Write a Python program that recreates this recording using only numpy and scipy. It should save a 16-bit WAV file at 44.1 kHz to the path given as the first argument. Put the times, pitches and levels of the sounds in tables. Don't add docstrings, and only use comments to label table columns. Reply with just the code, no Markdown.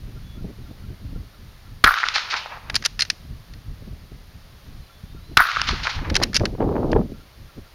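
import sys
import numpy as np
from scipy import signal
from scipy.fft import rfft, irfft, next_fast_len
from scipy.io import wavfile
from scipy.ndimage import map_coordinates

SR = 44100
rng = np.random.default_rng(int(sys.argv[2]) if len(sys.argv) > 2 else 0)


def level_to_linear(level):
    exponent = np.asarray(level, float) / 20
    return 10 ** exponent


def inscribe(sig):
    pcm = np.round(np.clip(np.atleast_2d(sig).T, -1, 1) * 32767)
    wavfile.write(sys.argv[1], SR, pcm.astype(np.int16))


N = 341412
TIME = np.arange(N) / SR

# start in seconds, level in dB.
SHOTS = [
    (1.8393, -0.3),
    (5.3694, -1.3),
]
# delay in seconds, boom in dB, crack in dB, decay time t60 in seconds.
BLAST_ARRIVALS = [
    (0.0001, 1, -12.5, .02),
    (.0017, -1, -11.5, .012),
    (.0032, -0.5, 2, 0.012),
    (.027, -9, -32, .1),
    (.2468, -42, -6, .005),
]
# delay in seconds, boom of the first shot in dB,
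# boom of the second shot in dB, crack in dB.
ECHOES = [(.0068, -5.5, -13.5, -16), (.0078, -10, -11, -24.5), (0.0102, -10, -7, -19),
          (.016, -14.5, -10, -25), (0.0231, -4, -3, -28), (.027, -10.5, -12, -31),
          (0.0299, -16.5, -5, -30.5), (0.0311, -5.5, -8, -34), (.035, 1, 1.5, -24.5),
          (.038, -1.5, -11, -25.5), (0.0407, -4.5, -6, -29), (0.043, -10.5, -10, -33.5),
          (0.05, -6, -8, -20.5), (0.055, -20, -18, -24.5), (0.0567, -24, -17, -26), (.065, -24, -29, -40),
          (.069, -7, -18, -23), (0.0778, -12, -21, -28), (0.083, -14, -12, -33), (0.097, -20, -27, -30),
          (0.1009, -10, -24, -19), (0.1185, -13, -11.5, -31), (.128, -16, -17, -28),
          (.136, -11.5, -28, -26), (0.141, -14, -26, -26), (0.146, -19, -30, -17), (.162, -17, -19, -27),
          (.192, -10.5, -10, -40), (0.199, -3.5, -7, -33), (0.214, -22, -24, -37), (.2265, -14, -12, -32),
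          (.234, -32, -19, -29.5), (.245, -19.5, -16, -25), (.308, -31, -27, -29), (.319, -14, -22, -10),
          (0.3224, -7, -6.5, -12.5), (0.339, -19, -20, -23), (0.3424, -15.5, -20, -17),
          (0.4828, -28, -16.5, -29), (0.5005, -8, -6, -18), (.508, -16, -13, -35), (.523, -23, -27, -26),
          (0.62, -19.5, -17.5, -44), (.682, -24.5, -18, -48), (.732, -27, -30, -50)]
ECHO_T60_S = 0.007
# delay in seconds, boom in dB, crack in dB, decay time t60 in seconds.
TREE_SWELLS = [
    (.0033, -12, -19, .25),
    (.299, -28, -15, 0.33),
    (.46, -46.5, -16.5, 0.25),
    (.485, -15.5, -44, 0.23),
    (.672, -22.5, -48, 0.27),
    (.523, -40, -20, 0.11),
    (.31, -23, -23, 0.39),
]
# delay in seconds, boom in dB, crack in dB.
FIELD_SCATTER = [(.01, -53.5, -47), (.055, -25.5, -34.5), (.17, -30.5, -29.5), (.38, -38, -38),
                 (.57, -42, -35.5), (.67, -42, -45.5), (.76, -49, -52), (.85, -47, -61), (.91, -50, -58)]
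# delay in seconds, start level in dB, decay time t60 in seconds.
SIZZLE_BURSTS = [
    (0.0002, -23, 0.023),
    (0.0048, -39.5, 0.14),
    (0.038, -36.5, 0.22),
    (0.0339, -24, 0.014),
]
# delay in seconds, peak in dB, decay time t60 in seconds.
PRESSURE_PUSHES = [
    (.0018, -13.5, 0.029),
    (.022, -33, 0.099),
    (.033, -27.5, .025),
]
# frequency in Hz, density in dB per Hz.
NEAR_BOOM_SPECTRUM = [(180, -54.5), (300, -31), (572, -24.5), (707, -16), (935, -12.5), (1060, -5),
                      (1210, 1.5), (1420, 4), (1900, -6.5), (2360, -19), (3000, -47.5), (3900, -80.5),
                      (6600, -120)]
FAR_BOOM_SPECTRUM = [(180, -43), (300, -15), (397, -15.5), (476, -8), (771, -1.5), (841, 3.5), (2550, -7),
                     (3000, -16.5), (3900, -38), (6600, -120)]
CRACK_SPECTRUM = [(290, -47), (500, -26), (1140, -8), (2530, -2.5), (3340, -4.5), (4300, -5.5),
                  (5290, -11.5), (6810, -22.5), (7880, -36.5), (9000, -30.5), (11700, -67), (19800, -120)]
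LEAF_SPECTRUM = [(500, -41.5), (1140, -10), (2100, -1.5), (3100, -6.5), (4300, -2.5), (5400, -8),
                 (6900, -21.5), (7880, -35.5), (9000, -31.5), (11700, -66.5), (19800, -120)]
SIZZLE_SPECTRUM = [(4880, -43), (8300, -14.5), (9290, -4.5), (10700, -0.5), (11800, 2), (13000, -2),
                   (15100, -1), (16300, -21)]

# start in seconds, peak in dB,
# body in dB re peak, treble tilt in dB per octave, loudest ring in Hz.
FIRST_RELOAD = [(2.699, -21.5, -5, 7, 2770), (2.743, -16, -4, 1, 5000), (2.754, -5.5, -17, 10.5, 4800),
                (2.7616, -3.5, -10, 4, 4300), (2.8236, -26, -1.5, -7, 5000), (2.839, -26, 1, -3, 5000),
                (2.845, -23, -19, -1.5, 5000), (2.8498, -8, -25, 1.5, 4800), (2.8544, -9.5, -8, -1, 5000),
                (2.8589, -1.5, -12, 7.5, 5860), (2.8624, -20, -11, -5, 5130), (2.992, -12.5, -7, 4, 4870),
                (2.9999, -11, -19, 5, 5300), (3.0063, -4.5, -29, -5, 4300), (3.0197, -4.5, -37, -3, 4200),
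                (3.0208, -7, -12, 0, 4760), (3.05, -27.5, -4, -3, 4600), (3.1, -9.5, -13.5, -9, 4460),
                (3.1, -5.5, -13, -2, 2770), (3.115, -33, -17, -3, 6300), (3.5361, -32.5, -10, 2, 4300)]
SECOND_RELOAD = [(6.0975, -27, 0, 7, 4500), (6.1001, -21.5, 4, 2, 4570), (6.143, -16.5, -9, -1, 4400),
                 (6.153, -6, -8, 1, 3200), (6.1637, -3.5, -8, 2, 4300), (6.2, -31, 2, -3, 5000),
                 (6.218, -24, 4, -3, 5000), (6.225, -16, -1, -1, 4750), (6.2302, -13, 0, 5, 4800),
                 (6.2345, -1.5, -16, 11, 3870), (6.331, -26.5, 1.5, -3, 4500), (6.344, -11, -9, 6, 4830),
                 (6.3517, -12, -15, 2, 4930), (6.3563, -7.5, -16, 2, 4400), (6.3645, -2, -12.5, 5, 4940),
                 (6.396, -23, -5, -16, 4700), (6.4537, -10, -6, 0, 4300)]
# start in seconds, peak in dB, body in dB re peak, decay time t60 in seconds,
# loudest ring in Hz.
REBOUNDS = [(2.6976, -21.5, 3.5, 0.015, 2800), (2.77, -31, -10, 0.065, 6300),
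            (2.9947, -24, -7, 0.043, 4700), (3.01, -21, -9, 0.035, 5000), (3.025, -16, -9, 0.026, 4300),
            (6.229, -24, 9, 0.03, 4800), (6.3475, -15, -12, .05, 4800), (6.3677, -8, -20, 0.018, 5970),
            (6.916, -26.5, -27, 0.02, 4300), (6.9306, -37, 21, 0.0031, 4300), (6.897, -44, -9, .015, 4300)]
# frequency in Hz, width in Hz, level in dB.
STEEL_MODES = [(1990, 89, -11), (2750, 81, 2), (4300, 160, -7), (4930, 110, -4.5), (6000, 270, -4),
               (7050, 260, -1.5), (9070, 110, 3.5), (11500, 170, -4)]
# frequency in Hz, density in dB per Hz.
CLACK_SPECTRUM = [(880, -21.5), (1500, -7.5), (1870, -6.5), (2760, -2.5), (3400, -4.5), (4190, -1),
                  (5020, -1), (6130, -6.5), (7870, -19.5), (8870, -19.5), (11400, -25), (14300, -41.5),
                  (16300, -39.5)]
WOOD_SPECTRUM = [(150, -52), (400, -15), (1100, -10), (1800, 1.5), (2600, -10.5), (3800, -9.5), (6500, -67)]
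CONTACT_T60_S, TREBLE_HZ = 0.015, 6260
LOUDEST_DB, LOUDEST_WIDTH_HZ = 4.5, 250

# centre in seconds, rumble in dB, flutter in dB re rumble, half length in seconds.
PUFFS = [(0.104, -36, -8, 0.075), (0.216, -37, -36, 0.21), (0.446, -33.5, -2, 0.078),
         (0.59, -35, -14, 0.056), (0.715, -33, -10.5, 0.049), (0.894, -30.5, -10.5, 0.081),
         (1.117, -29.5, -11.5, 0.094), (1.446, -35.5, -22, 0.051), (1.727, -37.5, -22, 0.073),
         (2.567, -40.5, -15, 0.034), (2.74, -36, -4.5, 0.082), (2.972, -35, -35, 0.048),
         (3.114, -57, 9.5, 0.03), (3.3, -35.5, -26, 0.081), (3.554, -36.5, -11, 0.046),
         (3.693, -33.5, -27, 0.043), (3.868, -36, -10, 0.081), (4.114, -40, -12, 0.14),
         (4.46, -45, -30, 0.099), (4.751, -39.5, -24, 0.11), (5.143, -38, -28, 0.12),
         (5.331, -35.5, -4.5, 0.049), (5.718, -28.5, -10.5, 0.098), (5.986, -28.5, -14, 0.031),
         (6.197, -28, 1, 0.16), (6.424, -17, -5, 0.024), (6.462, -29.5, 1.5, 0.092), (7.09, -38, 4, 0.11),
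         (7.446, -37.5, -10.5, 0.047), (7.582, -36.5, -5, 0.021)]
LULL_DB, FLUTTER_DB = -50.5, -1.5
NARROWER = 1.7
SQUALL_S, SQUALL_HOLD_S, RISE_DB_PER_S, FALL_DB_PER_S = 6.6, 0.38, 600, 189
SQUALL_RUMBLE_DB, SQUALL_SWELL_DB, SQUALL_FLUTTER_DB = -28.5, 5, -21.5
# start in seconds, peak in dB, decay time t60 in seconds.
EDDY_POPS = [(6.214, -11.5, 0.055), (6.2, -15, .015), (6.407, -18, .01), (6.413, -11, 0.016),
             (6.434, -12.5, 0.025), (6.442, -13, 0.028), (6.548, -22, 0.025), (6.581, -27, .02),
             (6.604, -8.5, 0.037), (6.613, -11, 0.028), (6.625, -13, .03), (6.641, -14.5, .02),
             (6.69, -15, 0.013), (6.724, -17.5, 0.023), (6.754, -14, 0.015), (6.765, -12, 0.011),
             (6.78, -13, 0.027), (6.831, -15, 0.017), (6.844, -14.5, 0.017), (6.928, -5, 0.022),
             (6.955, -12, .02), (6.962, -5.5, 0.028), (6.984, -22, 0.016), (7.012, -21.5, 0.032)]
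# start in seconds, peak in dB, brightness in dB.
EDDY_THUMPS = [(0.075, -29, -7), (0.104, -31.5, -1.5), (0.37, -23, -11), (0.442, -17, 7),
               (0.586, -29.5, -9), (0.707, -25.5, 5), (0.899, -24, -4), (1.044, -22, -9), (1.124, -22, -6),
               (1.155, -23, 9), (1.227, -33, -5), (1.715, -29, -9), (2.74, -29, 8), (3.247, -28, -13),
               (3.67, -35, -8), (3.819, -30, -5), (4.115, -25.5, -6), (4.68, -34, -10), (4.735, -51, -6),
               (5.034, -23, -23), (5.145, -26.5, -3), (5.312, -25, -4), (5.729, -16, -9), (6.117, -12, -20),
               (7.098, -35, -1.5), (7.118, -18, 13), (7.571, -28, -6)]
EDDY_T60_S, EDDY_DB = 0.034, -4
# frequency in Hz, density in dB per Hz.
RUMBLE_SPECTRUM = [(12, -35), (20, 6.5), (54, 3.5), (119, 0), (282, -16), (347, -26.5), (450, -30),
                   (580, -50), (990, -120)]
ROAR_SPECTRUM = [(59, -27), (100, -7.5), (275, -2), (329, -1.5), (399, -1), (623, -8.5), (681, -11),
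                 (891, -15.5), (3500, -65.5), (4550, -88), (7700, -120)]
BREEZE_SPECTRUM = [(88, -28), (150, 1), (297, -2.5), (487, -12), (583, -14.5), (900, -32.5), (1170, -63),
                   (1980, -120)]

# centre in seconds, level in dB.
PEEPS = [(.175, -53), (.395, -52), (.67, -54), (.845, -52), (1.162, -51.5), (1.347, -53.5), (1.67, -54),
         (4.903, -52), (5.175, -52), (7.15, -54), (7.212, -53), (7.5, -52), (7.67, -53)]
# start in seconds, end in seconds, first pitch in Hz, last pitch in Hz, level in dB.
WHISTLES = [
    (0.223, 0.39, 3390, 3420, -55),
    (2.402, 2.471, 2750, 3120, -45),
    (4.81, 4.89, 4100, 4040, -61),
    (4.9, 5.0, 3500, 3470, -61),
    (5.03, 5.212, 3440, 3800, -61),
    (5.195, 5.38, 3890, 4240, -58),
]

# frequency in Hz, density in dB per Hz.
HISS_SPECTRUM = [(180, -38), (300, -8), (448, -5), (479, -10), (539, -4.5), (906, -8.5), (1270, -6.5),
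                 (1380, -9), (1830, -8.5), (2560, -11.5), (4440, -10), (7720, -23), (9920, -21.5),
                 (14600, -20), (16400, -30)]
HISS_DB = -53.5
# frequency in Hz, width in Hz, level in dB.
TREBLE_NOTCHES = [(7860, 570, -11.5), (12200, 300, -3)]
TOP_HZ = 16170


def shots():
    return arrivals() + tree_swells() + field_scatter() + treble_sizzle() + pressure_push()


def arrivals():
    first = BLAST_ARRIVALS + [(delay, one, crack_db, ECHO_T60_S) for delay, one, two, crack_db in ECHOES]
    second = BLAST_ARRIVALS + [(delay, two, crack_db, ECHO_T60_S) for delay, one, two, crack_db in ECHOES]
    return returns(after_shots(first, second), rise=0.0005, size=2048, crack=CRACK_SPECTRUM)


def tree_swells():
    return level_to_linear(-0.5) * returns(after_shots(TREE_SWELLS), rise=0.0053, size=16384, crack=LEAF_SPECTRUM)


def field_scatter():
    since = since_shot()
    far = age(since)
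    boom = np.sqrt(1 - far) * noise(NEAR_BOOM_SPECTRUM) + np.sqrt(far) * noise(FAR_BOOM_SPECTRUM)
    boom = unit(level_to_linear(1.3 * wobble(140)) * boom)
    crack = unit(level_to_linear(1.1 * wobble(130) + 0.9 * wobble(25)) * noise(CRACK_SPECTRUM))
    delay, boom_db, crack_db = np.transpose(FIELD_SCATTER)
    boom = boom * level_to_linear(np.interp(since, delay, boom_db, -120, -120))
    return boom + crack * level_to_linear(np.interp(since, delay, crack_db, -120, -120))


def treble_sizzle():
    since = since_shot()
    sizzle = unit(level_to_linear(1.5 * wobble(200)) * noise(SIZZLE_SPECTRUM))
    out = np.zeros(N)
    for delay, db, t60 in SIZZLE_BURSTS:
        fall_db = 60 * (abs(since - delay) / t60) ** 1.2
        out += (since > delay) * level_to_linear(db - fall_db) * sizzle
    return out


def pressure_push():
    s, shot_db, delay, db, t60 = after_shots(PRESSURE_PUSHES)

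    def colour(hz):
        return along(RUMBLE_SPECTRUM, hz) + 0.36 * along(BREEZE_SPECTRUM, hz)

    return bursts(s, db + shot_db, t60, colour, rise=0.0008)


def returns(rows, rise, size, crack):
    s, shot_db, delay, boom_db, crack_db, t60 = rows
    near_db = shot_db + boom_db + 0.5 + 10 * np.log10(1 - age(delay))
    far_db = shot_db + boom_db - 2.0 + 10 * np.log10(age(delay))
    near = bursts(s, near_db, t60, lambda hz: along(NEAR_BOOM_SPECTRUM, hz), rise, size)
    far = bursts(s, far_db, t60, lambda hz: along(FAR_BOOM_SPECTRUM, hz), rise, size)
    return near + far + bursts(s, shot_db + crack_db + 3.0, t60, lambda hz: along(crack, hz), rise, size)


def after_shots(*tables):
    rows = np.broadcast_to(tables, (len(SHOTS),) + np.shape(tables[0]))
    columns = []
    for (s, db), table in zip(SHOTS, rows):
        columns.append(np.c_[s + table[:, 0], np.full(len(table), db), table].T)
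    return np.concatenate(columns, axis=1)


def since_shot():
    return np.min([np.where(TIME > s, TIME - s, 9) for s, db in SHOTS], axis=0)


def age(since):
    return np.clip((since - 0.25) / 0.4, 1e-4, 1 - 1e-4)


def bolt():
    firm = [(*row[:4], CONTACT_T60_S, row[4]) for row in FIRST_RELOAD + SECOND_RELOAD]
    loose = [(*row[:3], 0, *row[3:]) for row in REBOUNDS]
    s, db, body_db, tilt_db, t60, loudest_hz = np.transpose(firm + loose)
    chance = rng.standard_normal((len(s), len(STEEL_MODES), 2))
    centre, width, level_db = np.transpose(STEEL_MODES)
    centre = centre * (1 + 0.015 * chance[..., 0])
    strength = level_to_linear(level_db + 2.7 * chance[..., 1])

    def steel(hz):
        ring = level_to_linear(LOUDEST_DB) * resonance(hz, loudest_hz, LOUDEST_WIDTH_HZ)
        for k, mode_width in enumerate(width + 30):
            ring = ring + strength[:, k, None] * resonance(hz, centre[:, k], mode_width)
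        treble = level_to_linear(tilt_db[:, None] * np.log2(np.maximum(hz / TREBLE_HZ, 1)))
        return along(CLACK_SPECTRUM, hz) * treble * (0.84 + 1.3 * ring)

    clack = bursts(s, db - 0.7, t60, steel, rise=0.0014, size=2048)
    wash = bursts(s, db - 35.0, np.full(len(s), 0.4), lambda hz: along(CLACK_SPECTRUM, hz), rise=0.0047, size=8192)
    stock = bursts(s, db + body_db + 1.0, 1.62 * t60, lambda hz: along(WOOD_SPECTRUM, hz), rise=0.0012, size=2048)
    return clack + wash + stock


def resonance(hz, centre, width):
    return hz * width / np.hypot(centre[:, None] ** 2 - hz * hz, hz * width)


def wind():
    rumble_db, flutter_db = gusting()
    strong = np.clip((flutter_db + 34.0) / 14, 0, 1)
    lumps = wobble(22)
    rumble = unit(level_to_linear(2.3 * lumps + 0.97 * wobble(14)) * noise(RUMBLE_SPECTRUM))
    weak = unit(level_to_linear(2.8 * lumps + 6.4 * wobble(60)) * noise(BREEZE_SPECTRUM))
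    roar = unit(level_to_linear(0.4 * lumps + 2.4 * wobble(170)) * noise(ROAR_SPECTRUM))
    flutter = np.sqrt(1 - strong) * weak + np.sqrt(strong) * roar
    return level_to_linear(rumble_db) * rumble + level_to_linear(flutter_db - 1.0) * flutter + eddies()


def gusting():
    step = TIME[::64, None]
    s, db, flutter_db, half = np.transpose(PUFFS)
    away_db = 6 * ((step - s) / half) ** 2
    t = step[:, 0] - SQUALL_S
    edge_db = np.minimum(0, np.minimum(RISE_DB_PER_S * t, FALL_DB_PER_S * (SQUALL_HOLD_S - t)))
    swell_db = SQUALL_SWELL_DB * np.clip(t / SQUALL_HOLD_S, 0, 1)
    rumble = level_to_linear(2 * (db - away_db)).sum(axis=1)
    rumble += level_to_linear(2 * (SQUALL_RUMBLE_DB + swell_db + edge_db)) + level_to_linear(2 * LULL_DB)
    flutter = level_to_linear(2 * (db + flutter_db + FLUTTER_DB - NARROWER * away_db)).sum(axis=1)
    flutter += level_to_linear(2 * (SQUALL_FLUTTER_DB + edge_db)) + level_to_linear(2 * LULL_DB - 39.5)
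    return [np.interp(TIME, step[:, 0], 10 * np.log10(power)) for power in (rumble, flutter)]


def eddies():
    at, db, t60 = np.transpose(EDDY_POPS)
    pops = bursts(at, db - 2.0, t60, lambda hz: along(ROAR_SPECTRUM, hz) * (1 + (hz / 800) ** 1.62), rise=0.0005)
    at, db, bright_db = np.transpose(EDDY_THUMPS)

    def soft(hz):
        return level_to_linear(bright_db)[:, None] * along(BREEZE_SPECTRUM, hz) + 1.06 * along(RUMBLE_SPECTRUM, hz)

    return pops + bursts(at, db + EDDY_DB, np.full(len(at), EDDY_T60_S), soft, rise=0.0028)


def birds():
    out = np.zeros(N)
    for s, db in PEEPS:
        t = TIME - s
        phase = 2 * np.pi * (1375 * t - 600 * t * t)
        out += level_to_linear(db) * np.exp(-(t / 0.012) ** 2) * np.sin(phase)
    waver, fading = wobble(30), wobble(24)
    for start, end, from_hz, to_hz, db in WHISTLES:
        u = np.clip((TIME - start) / (end - start), 0, 1)
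        hz = from_hz + (to_hz - from_hz) * u + 22 * waver
        swell = abs(np.sin(np.pi * u)) ** 0.33 * (u < 1)
        out += level_to_linear(db + 1.5 * fading) * swell * np.sin(2 * np.pi * np.cumsum(hz) / SR)
    return out


def hiss():
    return level_to_linear(HISS_DB + 0.3 * wobble(6)) * noise(HISS_SPECTRUM)


def unit(x):
    return x / np.sqrt(np.mean(x ** 2) + 1e-20)


def along(points, hz):
    f, db = np.transpose(points)
    return level_to_linear(np.interp(np.log(hz + 1), np.log(f + 1), db))


def wobble(rate):
    return map_coordinates(rng.standard_normal(int(N * rate / SR) + 4), [TIME * rate])


def noise(spectrum):
    m = next_fast_len(N)
    white = rfft(rng.standard_normal(m))
    return unit(irfft(white * along(spectrum, np.fft.rfftfreq(m, 1 / SR)), m)[:N])


def causal(gain):
    cepstrum = irfft(np.log(gain + 1e-5))
    fold = 2.0 * (np.arange(cepstrum.shape[-1]) < cepstrum.shape[-1] // 2)
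    fold[0] = 1
    return np.exp(rfft(cepstrum * fold))


def bursts(times, peak_db, t60, gain, rise, size=4096):
    t = np.arange(size) / SR
    decay = level_to_linear(-60 * t / np.clip(t60, 0.002, 0.6)[:, None])
    shape = decay * (1 - np.exp(-(t + 1 / SR) / rise))
    colour = causal(gain(np.fft.rfftfreq(2 * size, 1 / SR)))
    rows = irfft(rfft(shape * rng.standard_normal(shape.shape), 2 * size) * colour)[:, :size]
    rows = rows * (level_to_linear(peak_db) / np.abs(rows).max(axis=1))[:, None]
    at = np.round(times * SR).astype(int)[:, None] + np.arange(size)
    return np.bincount(at.ravel(), rows.ravel(), N + size)[:N]


def scene():
    return (shots() + bolt() + wind() + birds())[None]


def low_pass(x):
    return signal.sosfilt(signal.butter(12, 16450, fs=SR, output="sos"), x)


def record(dry):
    x = dry + hiss()
    m = next_fast_len(N + 4096)
    hz = np.fft.rfftfreq(m, 1 / SR)
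    notch_db = sum(db * np.exp(-((hz - centre) / width) ** 2) for centre, width, db in TREBLE_NOTCHES)
    shaping = level_to_linear(notch_db) / (1 + (hz / TOP_HZ) ** 90)
    x = irfft(rfft(x, m) * shaping, m)[:, :N]
    x = x / (1 + abs(x / 0.99) ** 8) ** (1 / 8)
    return low_pass(x)


dry = scene()
out = record(dry)
inscribe(out)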